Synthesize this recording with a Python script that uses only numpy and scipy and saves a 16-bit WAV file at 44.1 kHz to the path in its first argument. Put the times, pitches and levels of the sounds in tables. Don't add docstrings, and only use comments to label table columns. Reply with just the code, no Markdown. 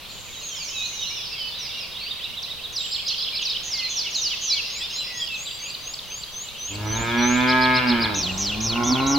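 import sys
import numpy as np
from scipy import signal
from scipy.fft import rfft, irfft, next_fast_len
from scipy.io import wavfile
from scipy.ndimage import uniform_filter1d, map_coordinates

SR = 44100
rng = np.random.default_rng(int(sys.argv[2]) if len(sys.argv) > 2 else 0)


def transcribe(signal):
    frames = np.atleast_2d(signal).T
    limited = np.clip(frames, -1, 1)
    pcm = np.round(limited * 32767).astype(np.int16)
    wavfile.write(sys.argv[1], SR, pcm)


N = 404838
TIME = np.arange(N) / SR

# (frequency [Hz], gain [dB])
AIR_COLOUR = [(20, -1.5), (50, 0), (160, -2.5), (300, -10), (520, -5.5), (800, -9), (1050, -6),
              (1660, -12.5), (4000, -9), (8000, -20.3), (15500, -18.5)]
# (frequency [Hz], side over mid [dB])
AIR_WIDTH = [(30, 4), (120, -6.5), (600, -5.5), (8000, -.5)]
# (frequency [Hz], time to fall 60 dB [s])
TREE_DECAY = [(2000, 0.36), (4500, 0.84), (7000, 0.81)]
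YARD_DECAY = [(100, 1), (400, 0.35), (1500, 0.42), (5000, 0.12)]
# (time [s], relative level [dB])
CHORUS_RIDE = [(0, -37), (.7, -36), (1.63, -32), (2.6, -37.5), (3.3, -31.5), (4.6, -31), (5.5, -36.5),
               (6.6, -39), (7.2, -30), (9.18, -34)]
# (frequency [Hz], gain [dB])
CHORUS_COLOUR = [(1500, -12), (2100, -8.5), (2700, 2), (3800, 3), (5000, -7), (6500, -19.5), (7600, -49),
                 (8500, -60)]
# (time [s], start pitch [Hz], level [dB], dry gain [dB])
CASCADE_COURSE = [(.083, 7700, -44, -12), (.86, 7050, -36, -2), (1.16, 5900, -35.5, -1.5),
                  (1.465, 5080, -35.5, -1.5)]
WHISTLE_CUES = [4.69, 4.896, 5.119, 5.35, 5.583, 5.818, 6.072, 6.315, 6.576, 6.855, 7.17]
SLUR_SHAPES = {"fall": (.84, .71), "hook": (.65, .66), "sag": (.94, .93), "scoop": (.94, 1.11),
               "rise": (1.14, 1.17), "climb": (1.4, 1.55), "crest": (1.045, .85)}
# (time [s], shape, length [s], start pitch [Hz], level [dB])
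SLUR_CUES = [(.34, "sag", .08, 4100, -41), (.424, "crest", .11, 6220, -36), (.49, "sag", .085, 3350, -37),
             (.554, "fall", .1, 5750, -35.5), (.62, "fall", .1, 6900, -36), (.721, "sag", .18, 2680, -37),
             (.745, "scoop", .135, 4030, -29.5), (.965, "scoop", .135, 4000, -31.5),
             (1.0, "sag", .1, 3100, -39), (1.14, "sag", .11, 3680, -37), (1.09, "rise", .06, 2050, -42),
             (1.374, "sag", .11, 3220, -33), (1.585, "fall", .11, 6250, -34.5),
             (1.73, "sag", .09, 3000, -38), (1.777, "fall", .085, 6000, -37),
             (1.93, "climb", .18, 3080, -35.5), (2.426, "hook", .03, 6400, -30),
             (3.08, "hook", .056, 6800, -26.5), (3.18, "fall", .025, 5200, -29),
             (3.729, "sag", .16, 2200, -39), (3.774, "hook", .035, 6700, -28),
             (3.825, "sag", .052, 4450, -26), (4.495, "scoop", .056, 4250, -24),
             (4.503, "sag", .1, 2420, -38), (4.803, "rise", .062, 3090, -30.5),
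             (4.954, "sag", .09, 4290, -29.5), (5.068, "sag", .19, 2060, -43),
             (5.201, "sag", .045, 3480, -26.5), (5.279, "sag", .1, 2800, -32),
             (5.338, "fall", .035, 4500, -33), (5.459, "fall", .042, 4100, -35),
             (6.915, "fall", .08, 4700, -38), (8.831, "rise", .072, 3120, -35),
             (8.995, "sag", .12, 4170, -33.5)]
SYLLABLES = { "long slide": [(0, .07, 6540, 6600, 6240, -6.5, 444), (.065, .08, 6420, 5050, 3920, 0.5, 93),
             (.148, .055, 3750, 3000, 2550, -4, 60)], "short slide": [(0, 0.013, 4680, 5978, 6700, -2.5, 0),
             (.01, 0.077, 6560, 6200, 5350, 0, 453), (.08, .035, 5250, 4425, 3950, 0.5, 94),
             (.112, .03, 4200, 3350, 2950, -1, 92), (.143, 0.0355, 2510, 2833, 2350, -2.5, 101)],
             "twitter": [(0, 0.034, 4680, 5050, 5280, -3.5, 0), (.013, .023, 3940, 4750, 5230, 0.5, 0),
             (.03, .018, 3600, 4200, 4400, 2.5, 0), (.043, .02, 4856, 3642, 3230, 0.5, 302)],
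             "swoop": [(0, 0.05, 6850, 5850, 5500, -5, 90), (.036, .03, 5460, 4400, 3850, 5.5, 0),
             (.06, .045, 3950, 3800, 3700, 1.5, 0)], "arch": [(0, 0.05, 2490, 3090, 3780, -2.5, 0),
             (.043, 0.03, 3685, 3804, 3250, 5.5, 0)], "chip": [(0, 0.031, 2668, 3160, 3520, 1, 0),
             (.02, 0.0101, 3560, 3180, 2620, 4.5, 0)], "buzz": [(0, .11, 5250, 5180, 5150, 0, 330)]}
# (syllable, first time [s], last time [s], count, first level [dB], last level [dB])
PHRASES = [("arch", 2.06, 2.592, 5, -33, -37), ("swoop", 2.725, 4.106, 3, -30.5, -29.5),
           ("chip", 2.837, 3.544, 6, -35.5, -30.5), ("twitter", 2.909, 3.48, 5, -27.5, -29.5),
           ("long slide", 3.631, 4.407, 4, -27.5, -23), ("buzz", 4.632, 5.15, 5, -37, -36.5),
           ("twitter", 7.473, 8.002, 5, -27.5, -27), ("short slide", 8.143, 9.063, 5, -26.5, -26.5)]
# (time [s], start pitch [Hz], level [dB])
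TICK_CUES = [(5.272, 5400, -31), (5.507, 4200, -32), (5.7, 5400, -35), (5.746, 4700, -28),
             (5.937, 5600, -28), (5.988, 4400, -29.5), (6.233, 4900, -29.5), (6.485, 4400, -34),
             (6.751, 5200, -33), (7.408, 5200, -35)]
# (time [s], length [s], pitch [Hz], swing [Hz], trill rate [Hz], level [dB])
TRILL_CUES = [(2.777, 0.21, 7500, 130, 42, -42.5), (5.316, 0.28, 7480, 120, 42, -46),
              (5.396, 0.47, 4710, 60, 42, -42), (6.1, 0.17, 4700, 60, 35, -44),
              (8.22, 0.32, 7500, 110, 75, -48.5)]
# (time [s], wet over dry [dB], left over right [dB])
SONG_PLACEMENT = [(0, -4.5, -2.4), (1.8, -1.5, -4.2), (2.3, -3, -3.2), (4.5, -5, -1.4), (6, -4, -.6),
                  (9.18, -12.5, 0)]
# (time [s], level [dB])
RUMBLE_RIDE = [(6.55, -70), (6.75, -43), (6.96, -36), (7.0, -32), (7.07, -38.5), (7.8, -39), (8.3, -36.5),
               (9.18, -40)]
# (frequency [Hz], gain [dB])
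RUMBLE_COLOUR = [(20, -20), (50, 0), (80, -3), (160, -9.5), (400, -16), (900, -16.5), (2000, -25),
                 (5000, -60)]
# (time [s], pitch [Hz], effort as relative overtone level [dB])
FIRST_MOO = [(6.68, 98.3, -55), (6.742, 102.2, -43), (6.832, 104.9, -36), (6.966, 112.7, -33),
             (7.25, 121.8, -26), (7.276, 122.5, -29), (7.534, 127.7, -23), (7.758, 126.9, -24),
             (7.868, 123.5, -29), (8.042, 112.4, -29), (8.156, 99.4, -35), (8.2, 91.4, -41)]
SECOND_MOO = [(8.2, 90.8, -41), (8.308, 93.5, -42), (8.458, 100.1, -42), (8.508, 104.4, -43),
              (8.576, 106.9, -43), (8.728, 116.5, -33), (8.806, 119.0, -26), (8.922, 125.7, -30),
              (8.956, 130.6, -27), (8.986, 132.9, -26), (9.158, 139.8, -28), (9.18, 142.0, -29)]
# (time [s], fundamental level [dB], octave level [dB])
FIRST_CHEST = [(6.68, -49, -59), (6.764, -36, -45), (6.862, -31, -45), (7.006, -33, -33), (7.03, -36, -46),
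               (7.188, -40, -23), (7.754, -35, -26), (7.802, -34, -36), (7.906, -45, -20),
               (8.122, -37, -39), (8.2, -43, -37)]
SECOND_CHEST = [(8.25, -43, -38), (8.558, -42, -37), (8.596, -39, -29), (8.69, -32, -38), (8.796, -49, -25),
                (8.83, -33, -31), (8.93, -43, -19), (8.954, -32, -28), (9.18, -35, -19)]
# (frequency [Hz], gain [dB])
FIRST_MOO_COLOUR = [(250, -19), (295, 8.5), (380, 0), (500, -7.5), (635, -2), (760, -14), (890, 4.5),
                    (1020, -0.5), (1140, -12.5), (1270, 0.5), (1520, -10), (1660, 0.5), (1900, -20),
                    (2170, -5), (2400, -5), (2700, -22.5), (3300, -17.5), (4800, -35), (6500, -54)]
SECOND_MOO_COLOUR = [(230, -14), (320, 5), (480, -7.5), (700, -5), (834, -0.5), (940, -6), (1070, 6.5),
                     (1220, -14), (1385, 2.5), (1650, -21), (2230, -2), (3200, -39), (6000, -46)]
# (time [s], roughness [0-1])
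ROUGHNESS = [(6.7, 0.21), (7.0, 0.07), (7.2, 0.02), (7.8, .03), (7.95, .2), (8.1, .45), (8.6, .25),
             (8.75, .48), (8.98, .38), (9.15, .15)]


def amp(db):
    return 10 ** (np.asarray(db) / 20)


def unit(x):
    return x / np.sqrt(np.mean(x ** 2) + 1e-20)


def along(points, hz):
    f, v = np.transpose(points)
    return np.interp(np.log(hz + 1), np.log(f + 1), v)


def curves(rows):
    s, *cols = np.transpose(rows)
    return [np.interp(TIME, s, c) for c in cols]


def wobble(rate, size=N):
    knots = rng.standard_normal(int(size * rate / SR) + 4)
    return map_coordinates(knots, [np.arange(size) * rate / SR])


def filtered(x, response):
    m = next_fast_len(N + SR // 8, real=True)
    return irfft(rfft(x, m) * response(np.fft.rfftfreq(m, 1 / SR)), m)[..., :N]


def resonate(x, spectrum, size=4096):
    cepstrum = irfft(np.log(amp(along(spectrum, np.fft.rfftfreq(size, 1 / SR)))))
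    cepstrum[1:size // 2] *= 2
    cepstrum[size // 2 + 1:] = 0
    return signal.oaconvolve(x, irfft(np.exp(rfft(cepstrum))))[:N]


def noise(spectrum, width):
    white = rng.standard_normal((2, N))
    mid, side = filtered(white, lambda hz: amp([along(spectrum, hz),
                                                along(spectrum, hz) + along(width, hz)]))
    return unit(np.array([mid + side, mid - side]))


def reverb(x, decay):
    hz, t, bands = signal.stft(rng.standard_normal((2, SR)), SR, nperseg=256)
    tail = signal.istft(bands * amp(-60 * t / along(decay, hz)[:, None]), SR, nperseg=256)[1]
    tail = np.pad(tail / np.linalg.norm(tail[0]), ((0, 0), (SR // 100, 0)))
    return signal.oaconvolve(x[None], tail, axes=1)[:, :N]


def add(track, s, sound):
    part = track[max(round(s * SR), 0):][:len(sound)]
    part += sound[:len(part)]


def band_level(x, lo_hz, hi_hz):
    band = signal.sosfilt(signal.butter(8, [lo_hz, hi_hz], "bandpass", fs=SR, output="sos"), x)
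    return np.sqrt(np.abs(uniform_filter1d(band ** 2, SR // 12)) + 1e-12)


def air():
    return amp(-42) * noise(AIR_COLOUR, AIR_WIDTH)


def note(length, start_hz, middle_hz, end_hz, swing_hz=0, trill_hz=150,
         waver=.0062, flutter_db=2, overtone_db=-42):
    t = np.arange(max(int(length * SR), 64)) / SR
    progress = t / t[-1]
    contour = np.polyfit([0, .5, 1], np.log([start_hz, middle_hz, end_hz]), 2)
    glide = np.exp(np.polyval(contour, progress))
    swing = swing_hz * np.sin(2 * np.pi * trill_hz * t + .5 * wobble(40, len(t)))
    phase = 2 * np.pi * np.cumsum(glide * (1 + waver * wobble(250, len(t))) + swing) / SR
    swell = np.abs(np.sin(np.pi * progress)) ** .43
    flutter = amp(flutter_db * wobble(120, len(t)) - 4.5 * swing / 500)
    return unit(swell * flutter * (np.sin(phase) + amp(overtone_db) * np.sin(2 * phase)))


def chorus(count=560):
    song = np.zeros(N)
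    for when, span, height, slope, bend, size in rng.random((count, 6)):
        hz = 2000 * 3 ** height
        fall = 1 + .35 * (slope - .4)
        slur = note(.015 + .045 * span, hz * fall, hz * (.92 + .16 * bend), hz / fall, waver=.014)
        add(song, when * N / SR, amp(8.9 * size) * slur)
    song = filtered(song, lambda hz: amp(along(CHORUS_COLOUR, hz)))
    far = unit(song * amp([[-1], [1]]) + reverb(song, TREE_DECAY))
    wash = noise(CHORUS_COLOUR, width=[(3000, -15.5)])
    return amp(curves(CHORUS_RIDE)[0]) * (amp(-4.2) * far + amp(-7.5) * wash)


def cascade(count=19):
    song = np.zeros(N)
    times, pitch_hz, level_db, _ = np.transpose(CASCADE_COURSE)
    for s in np.linspace(times[0], times[-1], count):
        hz = np.interp(s, times, pitch_hz)
        slur = note(.038, hz, hz * .9, hz * .79, waver=.013)
        add(song, s, amp(np.interp(s, times, level_db)) * slur)
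    direct = amp(curves(CASCADE_COURSE)[2]) * song
    return (direct + amp(.5) * reverb(song, TREE_DECAY)) * amp([[-1.6], [1.6]])


def whistler():
    song = np.zeros(N)
    for s, progress in zip(WHISTLE_CUES, np.linspace(0, 1, len(WHISTLE_CUES))):
        length = np.interp(progress ** 3, [0, 1], [.14, .23])
        hz = np.interp(progress ** 1.6, [0, 1], [6290, 5840])
        db = np.interp(progress ** 3.2, [0, 1], [-39.8, -30.8])
        tone = note(length, hz, hz * 1.071, hz * 1.328, waver=.0025, flutter_db=2.5, overtone_db=-33)
        swell = amp(np.interp(np.linspace(0, 1, len(tone)), [0, .4, 1], [-8, 0, -11]))
        add(song, s, amp(db) * unit(tone * swell))
    return song + amp(-9.5) * reverb(song, TREE_DECAY)


def songbirds(tick_s=.0095, tick_fall=.86):
    song = np.zeros(N)
    for s, shape, length, hz, db in SLUR_CUES:
        middle, end = SLUR_SHAPES[shape]
        add(song, s, amp(db) * note(length, hz, hz * middle, hz * end))
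    for name, first_s, last_s, count, first_db, last_db in PHRASES:
        for s, db in np.linspace((first_s, first_db), (last_s, last_db), count):
            for delay, length, *pitches, note_db, swing_hz in SYLLABLES[name]:
                tone = note(length, *pitches, swing_hz, waver=.015, overtone_db=-34)
                add(song, s + delay, amp(db + note_db) * tone)
    for s, hz, db in TICK_CUES:
        add(song, s, amp(db) * note(tick_s, hz, hz * tick_fall, hz * tick_fall ** 2))
    for s, length, hz, swing_hz, trill_hz, db in TRILL_CUES:
        trill = note(length, hz, hz, hz, swing_hz, trill_hz, waver=.0113, flutter_db=2.5)
        add(song, s, amp(db) * trill)
    wet_db, pan_db = curves(SONG_PLACEMENT)
    wet = amp(wet_db)
    blend = (song + wet * reverb(song, TREE_DECAY)) / np.hypot(1, wet)
    return blend * amp([pan_db / 2, -pan_db / 2])


def rumble():
    return amp(curves(RUMBLE_RIDE)[0]) * noise(RUMBLE_COLOUR, width=[(30, 2), (80, -22.5), (800, -1.5)])


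def vocal_folds(pitch_hz, jitter, rasp, split):
    rough = curves(ROUGHNESS)[0]
    phase = 2 * np.pi * np.cumsum(pitch_hz * (1 + jitter * rough * wobble(70))) / SR
    shimmer = amp(5 * rough * wobble(110))
    alternation = 1 + split * rough * np.cos(phase / 2)
    pulses = unit(np.diff(np.floor(phase / (2 * np.pi)), prepend=0)) * shimmer * alternation
    turbulence = unit(rng.standard_normal(N) * (1 + np.cos(phase)) ** 2)
    return phase, pulses + rasp * rough * turbulence


def mouth(voice, effort_db, bright_db, open_db=-31, muffle_hz=760):
    vowel = filtered(voice, lambda hz: 1 / (1 + (hz / 1480) ** 12))
    top = voice - vowel
    shut_db = np.minimum(effort_db - open_db, 0)
    muffled = filtered(vowel, lambda hz: 1 / (1 + (hz / muffle_hz) ** 10))
    vowel = muffled + amp(.75 * shut_db) * (vowel - muffled)
    brightness = amp(bright_db + 1.7 * shut_db)
    levelled = vowel / band_level(vowel, 320, 1450) + brightness * top / band_level(top, 1500, 2600)
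    return amp(effort_db) * levelled


def moo(performance, chest_levels, colour, jitter, rasp, split, mouth_db, bright_db):
    pitch_hz, effort_db = curves(performance)
    phase, pulses = vocal_folds(pitch_hz, jitter, rasp, split)
    overtones = amp(mouth_db) * mouth(resonate(pulses, colour), effort_db, bright_db)
    fundamental_db, octave_db = curves(chest_levels)
    fundamental = amp(fundamental_db + .3) * np.sin(phase)
    octave = amp(octave_db + 1.3) * np.sin(2 * phase)
    chest = np.sqrt(2) * (fundamental + octave)
    fade_in = np.clip((TIME - performance[0][0]) / .057 + .5, 0, 1)
    fade_out = np.clip((performance[-1][0] - TIME) / .035 + 1, 0, 1)
    return np.array([chest, overtones]) * fade_in * fade_out


def cow():
    first = moo(FIRST_MOO, FIRST_CHEST, FIRST_MOO_COLOUR,
                jitter=.022, rasp=.9, split=.1, mouth_db=-2, bright_db=.3)
    second = moo(SECOND_MOO, SECOND_CHEST, SECOND_MOO_COLOUR,
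                 jitter=.035, rasp=1, split=.45, mouth_db=-1.7, bright_db=-14)
    chest, overtones = first + second
    direct = (chest + overtones) * amp([[-.7], [.7]])
    return direct + reverb(amp(-17) * chest + amp(-6) * overtones, YARD_DECAY)


def scene():
    return air() + chorus() + cascade() + whistler() + songbirds() + rumble() + cow()


def record(dry, top_hz=15830):
    return filtered(dry, lambda hz: hz < top_hz)


dry = scene()
out = record(dry)
transcribe(out)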